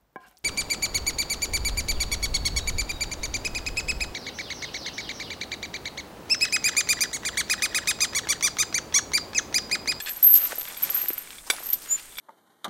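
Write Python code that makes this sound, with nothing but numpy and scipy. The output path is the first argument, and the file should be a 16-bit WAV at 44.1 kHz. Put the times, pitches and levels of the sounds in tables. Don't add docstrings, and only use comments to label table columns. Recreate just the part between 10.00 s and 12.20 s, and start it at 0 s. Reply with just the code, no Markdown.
import sys
import numpy as np
from scipy import signal
from scipy.fft import rfft, irfft
from scipy.io import wavfile
from scipy.ndimage import uniform_filter1d

SR = 44100
rng = np.random.default_rng(int(sys.argv[2]) if len(sys.argv) > 2 else 0)


def to_linear_factor(level_db):
    exponent = np.asarray(level_db, float) / 20
    return 10 ** exponent


def transcribe(u):
    v = np.clip(np.atleast_2d(u).T, -1, 1)
    q = np.round(v * 32767).astype(np.int16)
    wavfile.write(sys.argv[1], SR, q)


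N = 97020
T = np.arange(N) / SR

# frequency in Hz, density in dB per Hz.
AIR_SPECTRUM = [(40, -11), (300, -4.5), (1500, -13), (5300, -31), (8900, -4), (11000, -35), (16000, -24)]
# time in seconds, rustle level in dB.
MOVEMENT = [(0, -50.5), (.2, -52.5), (.3, -48), (.5, -42.5), (.56, -50), (.79, -50), (.84, -42.5),
            (.97, -44), (1.1, -48.5), (1.25, -54), (1.31, -51.5), (1.42, -60), (1.56, -49.5), (1.8, -52.5),
            (1.93, -47.5), (2.04, -56.5), (2.2, -58.5)]
# frequency in Hz, density in dB per Hz.
RUSTLE_SPECTRUM = [(100, -7.5), (300, -4), (1740, -1), (3100, -3.5), (8500, -4), (10900, -9.5),
                   (16000, -11)]
# start in
# seconds, level in dB, centre in Hz.
TICKS = [(0.163, -25, 7100), (.243, -8.5, 8290), (.252, -33, 1500), (0.51, -34, 1600),
         (0.519, -31, 750), (0.522, -22, 1750), (0.529, -23.5, 584), (0.581, -29.5, 562),
         (0.6108, -26, 3240), (0.612, -17.5, 8000), (.6175, -22.5, 3500), (0.654, -23, 2960),
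         (0.725, -22, 8000), (.853, -25, 5000), (.894, -18.5, 2500), (0.935, -30, 1420),
         (.954, -25.5, 1630), (.966, -24, 1710), (.979, -32, 900), (1.016, -26, 2300),
         (1.037, -33, 800), (1.059, -25, 1900), (1.078, -24, 4030), (1.104, -24, 348),
         (1.104, -23, 1900), (1.179, -27, 2380), (1.306, -22.5, 3320), (1.441, -38.5, 1510),
         (1.467, -31, 6000), (1.502, -28.5, 503), (1.565, -22.5, 4800), (1.584, -25, 1400),
         (1.604, -33, 684), (1.627, -31.5, 1230), (1.667, -24.5, 7500), (1.689, -28, 6540),
         (1.710, -27, 6000), (1.876, -32.5, 1550), (1.926, -34, 1520), (1.979, -35, 2400),
         (1.988, -37, 2200), (2.1846, -22.5, 2000)]
# start in seconds, length in seconds, level in dB, centre in Hz.
WIRE_SCRAPES = [
    (0.051, 0.064, -34, 2450),
    (0.311, 0.1, -33.5, 7160),
    (.504, 0.034, -34.5, 1650),
    (0.631, 0.13, -44.5, 1910),
    (1.456, 0.036, -45, 5000),
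    (1.46, 0.034, -43, 1030),
    (1.507, 0.059, -40, 695),
    (1.507, 0.054, -43, 4000),
    (1.719, 0.034, -35, 6050),
    (1.959, 0.062, -42.5, 2850),
]
# time in seconds, pitch in Hz, level in dB.
BARB_SQUEAL = [
    (1.872, 6950, -55),
    (1.89, 6830, -39),
    (1.905, 6850, -31),
    (1.912, 7095, -23),
    (1.927, 7085, -18.5),
    (1.942, 7070, -23.5),
    (1.958, 7050, -24.5),
    (1.969, 7055, -47),
    (2.09, 7050, -66),
]
# frequency in Hz, level in dB, t60 in seconds.
HANDLE_MODES = [(1096, -1, .014), (1480, 8.5, 0.014), (2283, 10.5, 0.017), (3410, 3, 0.025),
                (3564, -2, 0.046), (3980, -6, 0.031), (4750, -1, 0.027), (5620, -8, 0.038),
                (7020, -1.5, 0.024), (7890, -0.5, 0.04), (9120, -2, 0.028), (10030, -13.5, 0.28)]
# start in seconds, level in dB, damping share (1 = free),
# frequency favoured by the striking point in Hz.
HANDLE_KNOCKS = [(.675, -30.5, 0.32, 3410), (.702, -31.5, 0.34, 3470), (.709, -40, 0.49, 3400),
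                 (.744, -31, .3, 3410), (.768, -35, 0.46, 3410), (.838, -25, 0.31, 2330),
                 (1.273, -37.5, 0.7, 1920), (1.329, -37, 0.38, 2420), (1.383, -27.5, 0.31, 3470),
                 (1.5002, -8.5, 0.89, 2530), (1.508, -16, 0.39, 3370), (1.521, -34, 0.29, 8500),
                 (1.690, -35, 0.3, 3500), (1.7255, -29, 0.31, 3880), (1.738, -23, 0.24, 4750),
                 (1.747, -37, 0.24, 3500), (2.107, -43, 0.25, 3410), (2.122, -40, .3, 3410),
                 (2.1545, -36, 0.45, 4750), (2.1705, -27, 0.27, 3350), (2.1846, -21.5, 0.38, 3600),
                 (2.1855, -17, 0.15, 5640), (2.1965, -33, 0.53, 2620)]
# frequency in Hz, level in dB, t60 in seconds.
JAW_MODES = [(1720, 6, 0.023), (2500, -0.5, 0.034), (3430, 2, 0.026), (4280, 2, 0.032), (5240, -1, .03),
             (7630, 2.5, 0.05)]
# start in seconds, level in dB, damping share (1 = free),
# frequency favoured by the striking point in Hz.
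JAW_SNAPS = [
    (.002, -26.5, 1, 3540),
    (.005, -22, 0.38, 2500),
    (0.060, -23.5, 0.3, 3800),
    (.068, -29, .45, 2200),
    (.072, -28, 0.51, 1900),
    (.083, -28.5, 0.88, 2600),
    (.092, -30.5, 0.8, 5500),
    (.106, -40, .4, 7500),
    (.108, -37, .3, 1720),
]
# frequency in Hz, level in dB.
LINK_RINGS = [(12150, -15), (12270, -9), (12340, -6), (12410, -4), (12810, -5), (12860, -2), (13710, -6),
              (13790, -3)]
RING_FAMILY_EDGES = [12600, 13400]
# start
# in seconds, # peak in dB, middle ring in dB, upper ring in dB, ring t60 in seconds.
EARLY_CLINKS = [(0.0159, -26, -27, -22, 0.24), (0.0483, -31, -18, -17.5, 0.24),
                (0.0927, -22, -16.5, -15, 0.16), (0.106, -25, -17, -20.5, 0.12),
                (0.164, -24, -12, -23, 0.11), (0.227, -6.5, -19, -13.5, 0.63),
                (0.2431, -12.5, -7.5, -7, 0.26), (0.2654, -10, -5, -20, 0.26),
                (0.3038, -7, -11.5, -15, 0.13), (0.3395, -7.5, -25, -27, 0.043),
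                (0.3544, -1, -19, -33, 0.083), (0.3734, -4, -17, -35, 0.046), (0.3908, -26, -25, -31, 0.11),
                (0.437, -16, -5, -15, 0.083), (0.5547, -23, -20, -20.5, 0.055),
                (0.5827, -21, -22, -17, 0.24), (0.6822, -24, -6, -23, 0.032), (0.7723, -25, -13, -17, 0.077)]
LATE_CLINKS = [(0.8228, -13.5, -25, -28.5, 0.092), (0.8334, -8.5, -22, -18.5, 0.019),
               (0.8994, -15.5, -11.5, -19, 0.093), (0.9443, -17.5, -4.5, -8, 0.3),
               (1.0144, -19.5, -26, -26, 0.17), (1.0831, -7, -27.5, -16, 0.067),
               (1.1319, -11.5, -23, -21, 0.031), (1.18, -21, -26, -11, 0.044),
               (1.2066, -30.5, -12, -32, 0.14), (1.503, -29, -12, -5, 0.11), (1.591, -36.5, -14, -23, 0.2),
               (1.6332, -31, -7, -10, 0.12), (1.6578, -23, -16.5, -23, 0.1),
               (1.6667, -16.5, -27, -29, 0.062), (1.688, -25, -17, -20, .08),
               (1.7015, -12.5, -21, -25, 0.043), (1.710, -28, -14, -2, 0.057),
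               (1.7264, -21, -10, -15, 0.05), (1.7305, -8, -12, -6.5, 0.046),
               (1.738, -22, -12, -22, 0.035), (1.748, -30.5, -22, -20, 0.17), (2.111, -55, -7, -20, .08),
               (2.129, -47, -5, -20, .1), (2.1768, -28, -16, -26, 0.21)]


def level(x, db):
    return x * to_linear_factor(db) / np.sqrt(np.mean(x ** 2))


def curve(rows, axis=1):
    rows = np.array(rows)
    return np.interp(T, rows[:, 0], rows[:, axis])


def walk(rate):
    hold = int(SR / rate)
    steps = np.repeat(rng.standard_normal(N // hold + 1), hold)
    return 1.4 * uniform_filter1d(uniform_filter1d(steps, hold), hold)[:N]


def colour(x, points):
    point_hz, point_db = np.array(points).T
    hz = np.arange(len(x) // 2 + 1) * SR / len(x) + 1
    return irfft(rfft(x) * to_linear_factor(np.interp(np.log(hz), np.log(point_hz), point_db)), len(x))


def butter(x, order, hz, kind):
    return signal.sosfilt(signal.butter(order, hz, kind, fs=SR, output="sos"), x)


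def add(out, s, x):
    i = max(int(s * SR), 0)
    out[i:i + len(x)] += x[:N - i]


def ring(hz, db, t60, phase):
    t = T[:SR // 4, None]
    fade = to_linear_factor(db - 60 * t / np.clip(t60, 0.005, 3))
    return (fade * np.sin(2 * np.pi * hz * t + phase)).sum(axis=1)


def sparks(rate, spread_db):
    size = to_linear_factor(spread_db * np.minimum(rng.exponential(size=N), 4))
    return (rng.random(N) < rate / SR) * rng.standard_normal(N) * size


def wood():
    air = level(colour(rng.standard_normal(N), AIR_SPECTRUM), -55.5)
    insects = butter(rng.standard_normal(N), 1, [7900, 9500], "band")
    wind = butter(rng.standard_normal(N), 2, 37.6, "low")
    return air + level(insects * to_linear_factor(walk(25.2)), -51) + level(wind * to_linear_factor(walk(7.0)), -60)


def rustle():
    grains_per_s, hiss_share = 5000, 0.33
    out = 0
    for edges in [(80, 1200), (1200, 4000), (4000, 17000)]:
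        grains = level(sparks(grains_per_s * to_linear_factor(3.2 * walk(40)), 3), 0)
        grains = grains + hiss_share * rng.standard_normal(N)
        out = out + to_linear_factor(walk(24.67)) * butter(grains, 2, edges, "band")
    return level(colour(out, RUSTLE_SPECTRUM), 6) * to_linear_factor(curve(MOVEMENT))


def ticks():
    out, t = np.zeros(N), T[:SR // 20]
    for s, db, hz in TICKS:
        age = t * hz / 0.36
        add(out, s, to_linear_factor(db + 9.5) * np.sin(2 * np.pi * hz * t) * age * np.exp(-age))
    return out


def scrapes():
    out = np.zeros(N)
    grit = level(sparks(9000, 2.2), 0)
    for s, length, db, hz in WIRE_SCRAPES:
        i, n = int(s * SR), int(length * SR)
        band = butter(grit[i:i + n], 1, [hz * 0.65, hz * 1.45], "band")
        swell = np.sin(np.pi * np.arange(n) / n) ** 1.83
        add(out, s, level(band, db) * swell)
    return out


def squeal():
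    pitch = curve(BARB_SQUEAL) * (1 + 0.004 * walk(200))
    phase = 2 * np.pi * np.cumsum(pitch) / SR
    on = (T > BARB_SQUEAL[0][0]) & (T < BARB_SQUEAL[-1][0])
    tone = np.sin(phase) + to_linear_factor(-23 + 3.5 * walk(92.7)) * np.sin(2 * phase)
    rough_db = 1.1 * walk(250)
    return on * np.sqrt(2) * to_linear_factor(curve(BARB_SQUEAL, axis=2) + rough_db) * tone


def clanks(rows, modes):
    focus_db, crack_gain = 1.5, 3.8
    out, (hz, db, t60) = np.zeros(N), np.array(modes).T
    luck, t = rng.standard_normal((len(rows), 2, len(hz))), T[:SR // 4]
    buzz_db = 3 * walk(500)
    crack_spectrum = [(400, -14), (2000, -7.5), (8000, -10.5), (13000, -21.5)]
    crack_fade = np.exp(-t / 0.0045) + 0.081 * np.exp(-t / 0.016)
    for k, (s, hit_db, damp, near_hz) in enumerate(rows):
        off_focus_db = focus_db * np.abs(np.log2(hz / near_hz)) * damp ** -2
        mode_hz = hz * (1 + 0.0021 * luck[k, 1])
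        body = ring(mode_hz, db + luck[k, 0] - off_focus_db, t60 * min(damp + 0.55, 1), 0)
        body = body * to_linear_factor(np.roll(buzz_db, -int(s * SR))[:len(t)] * np.exp(-t / 0.011))
        crack = colour(rng.standard_normal(len(t) + 1), crack_spectrum)[1:]
        crack = crack * min(damp, 1) * crack_fade
        add(out, s, to_linear_factor(hit_db - 5) * (body * (1 - np.exp(-t / 0.00079)) + crack_gain * crack))
    return out


def chatter():
    hz, db = np.array(LINK_RINGS).T
    taps = np.zeros(N)
    for _ in range(3):
        link = ring(hz, db + 5 * rng.standard_normal(len(hz)), 0.021, 0)
        taps += signal.fftconvolve(sparks(250, 0.58), link)[:N]
    return level(taps, -1.5) * to_linear_factor(curve(MOVEMENT))


def clinks():
    scatter_db, lift_db, lift_s = 4, 1.5, 0.0015
    out, (hz, db) = np.zeros(N), np.array(LINK_RINGS).T
    family = np.searchsorted(RING_FAMILY_EDGES, hz)
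    rows = list(EARLY_CLINKS) + list(LATE_CLINKS)
    luck, t = rng.standard_normal((len(rows), 3, len(hz))), T[:SR // 4]
    jangle_spectrum = [(11300, -27.5), (12300, 7.5), (14000, -11), (15500, -30)]
    jangle = level(colour(sparks(4400, 2.9), jangle_spectrum), 0)
    jangle_shape = to_linear_factor(-8.5 - 60 * t / 0.041) * (1 - np.exp(-t / 0.0019))
    for k, (s, peak_db, mid_db, up_db, t60) in enumerate(rows):
        gains = np.array([-9, mid_db, up_db])[family] + db + scatter_db * luck[k, 0] + 3
        ring_hz = hz * (1 + 0.00205 * luck[k, 2, 0] + 0.00142 * luck[k, 2])
        x = ring(ring_hz, gains, t60 * (1.2 - 0.13 * family), 1.36 * luck[k, 1])
        x = x * (1 - np.exp(-t / 0.00089))
        for later in rows[k + 1:k + 4]:
            x = x * to_linear_factor(lift_db * np.clip((t - later[0] + s) / lift_s, 0, 1))
        contact = np.diff(rng.standard_normal(len(t) + 1)) * np.exp(-t / 0.0028)
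        x = x + to_linear_factor(-21) * contact
        x = x + jangle_shape * np.roll(jangle, -int(s * SR))[:len(t)]
        add(out, s, to_linear_factor(peak_db + 0.5) * x)
    return out


def scene():
    links, barb = clinks(), squeal()
    steel = clanks(HANDLE_KNOCKS, HANDLE_MODES) + clanks(JAW_SNAPS, JAW_MODES)
    hits = butter(steel + ticks(), 2, 300, "high") + scrapes()
    t = T[:SR // 4]
    tail = rng.standard_normal(len(t)) * to_linear_factor(-60 * t / 0.18) * (t > 0.004)
    echo = signal.fftconvolve(hits + 0.19 * links, tail / np.sqrt(np.sum(tail ** 2)))[:N]
    return (hits + links + barb + to_linear_factor(-18.5) * echo + chatter() + rustle() + wood())[None]


def roll_off(x):
    return signal.sosfilt(signal.butter(12, 16460, fs=SR, output="sos"), x)


def record(dry):
    mix = signal.sosfilt(signal.ellip(8, 0.2, 60, 15700, fs=SR, output="sos"), dry)
    return roll_off(mix)


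dry = scene()
out = record(dry)
transcribe(out)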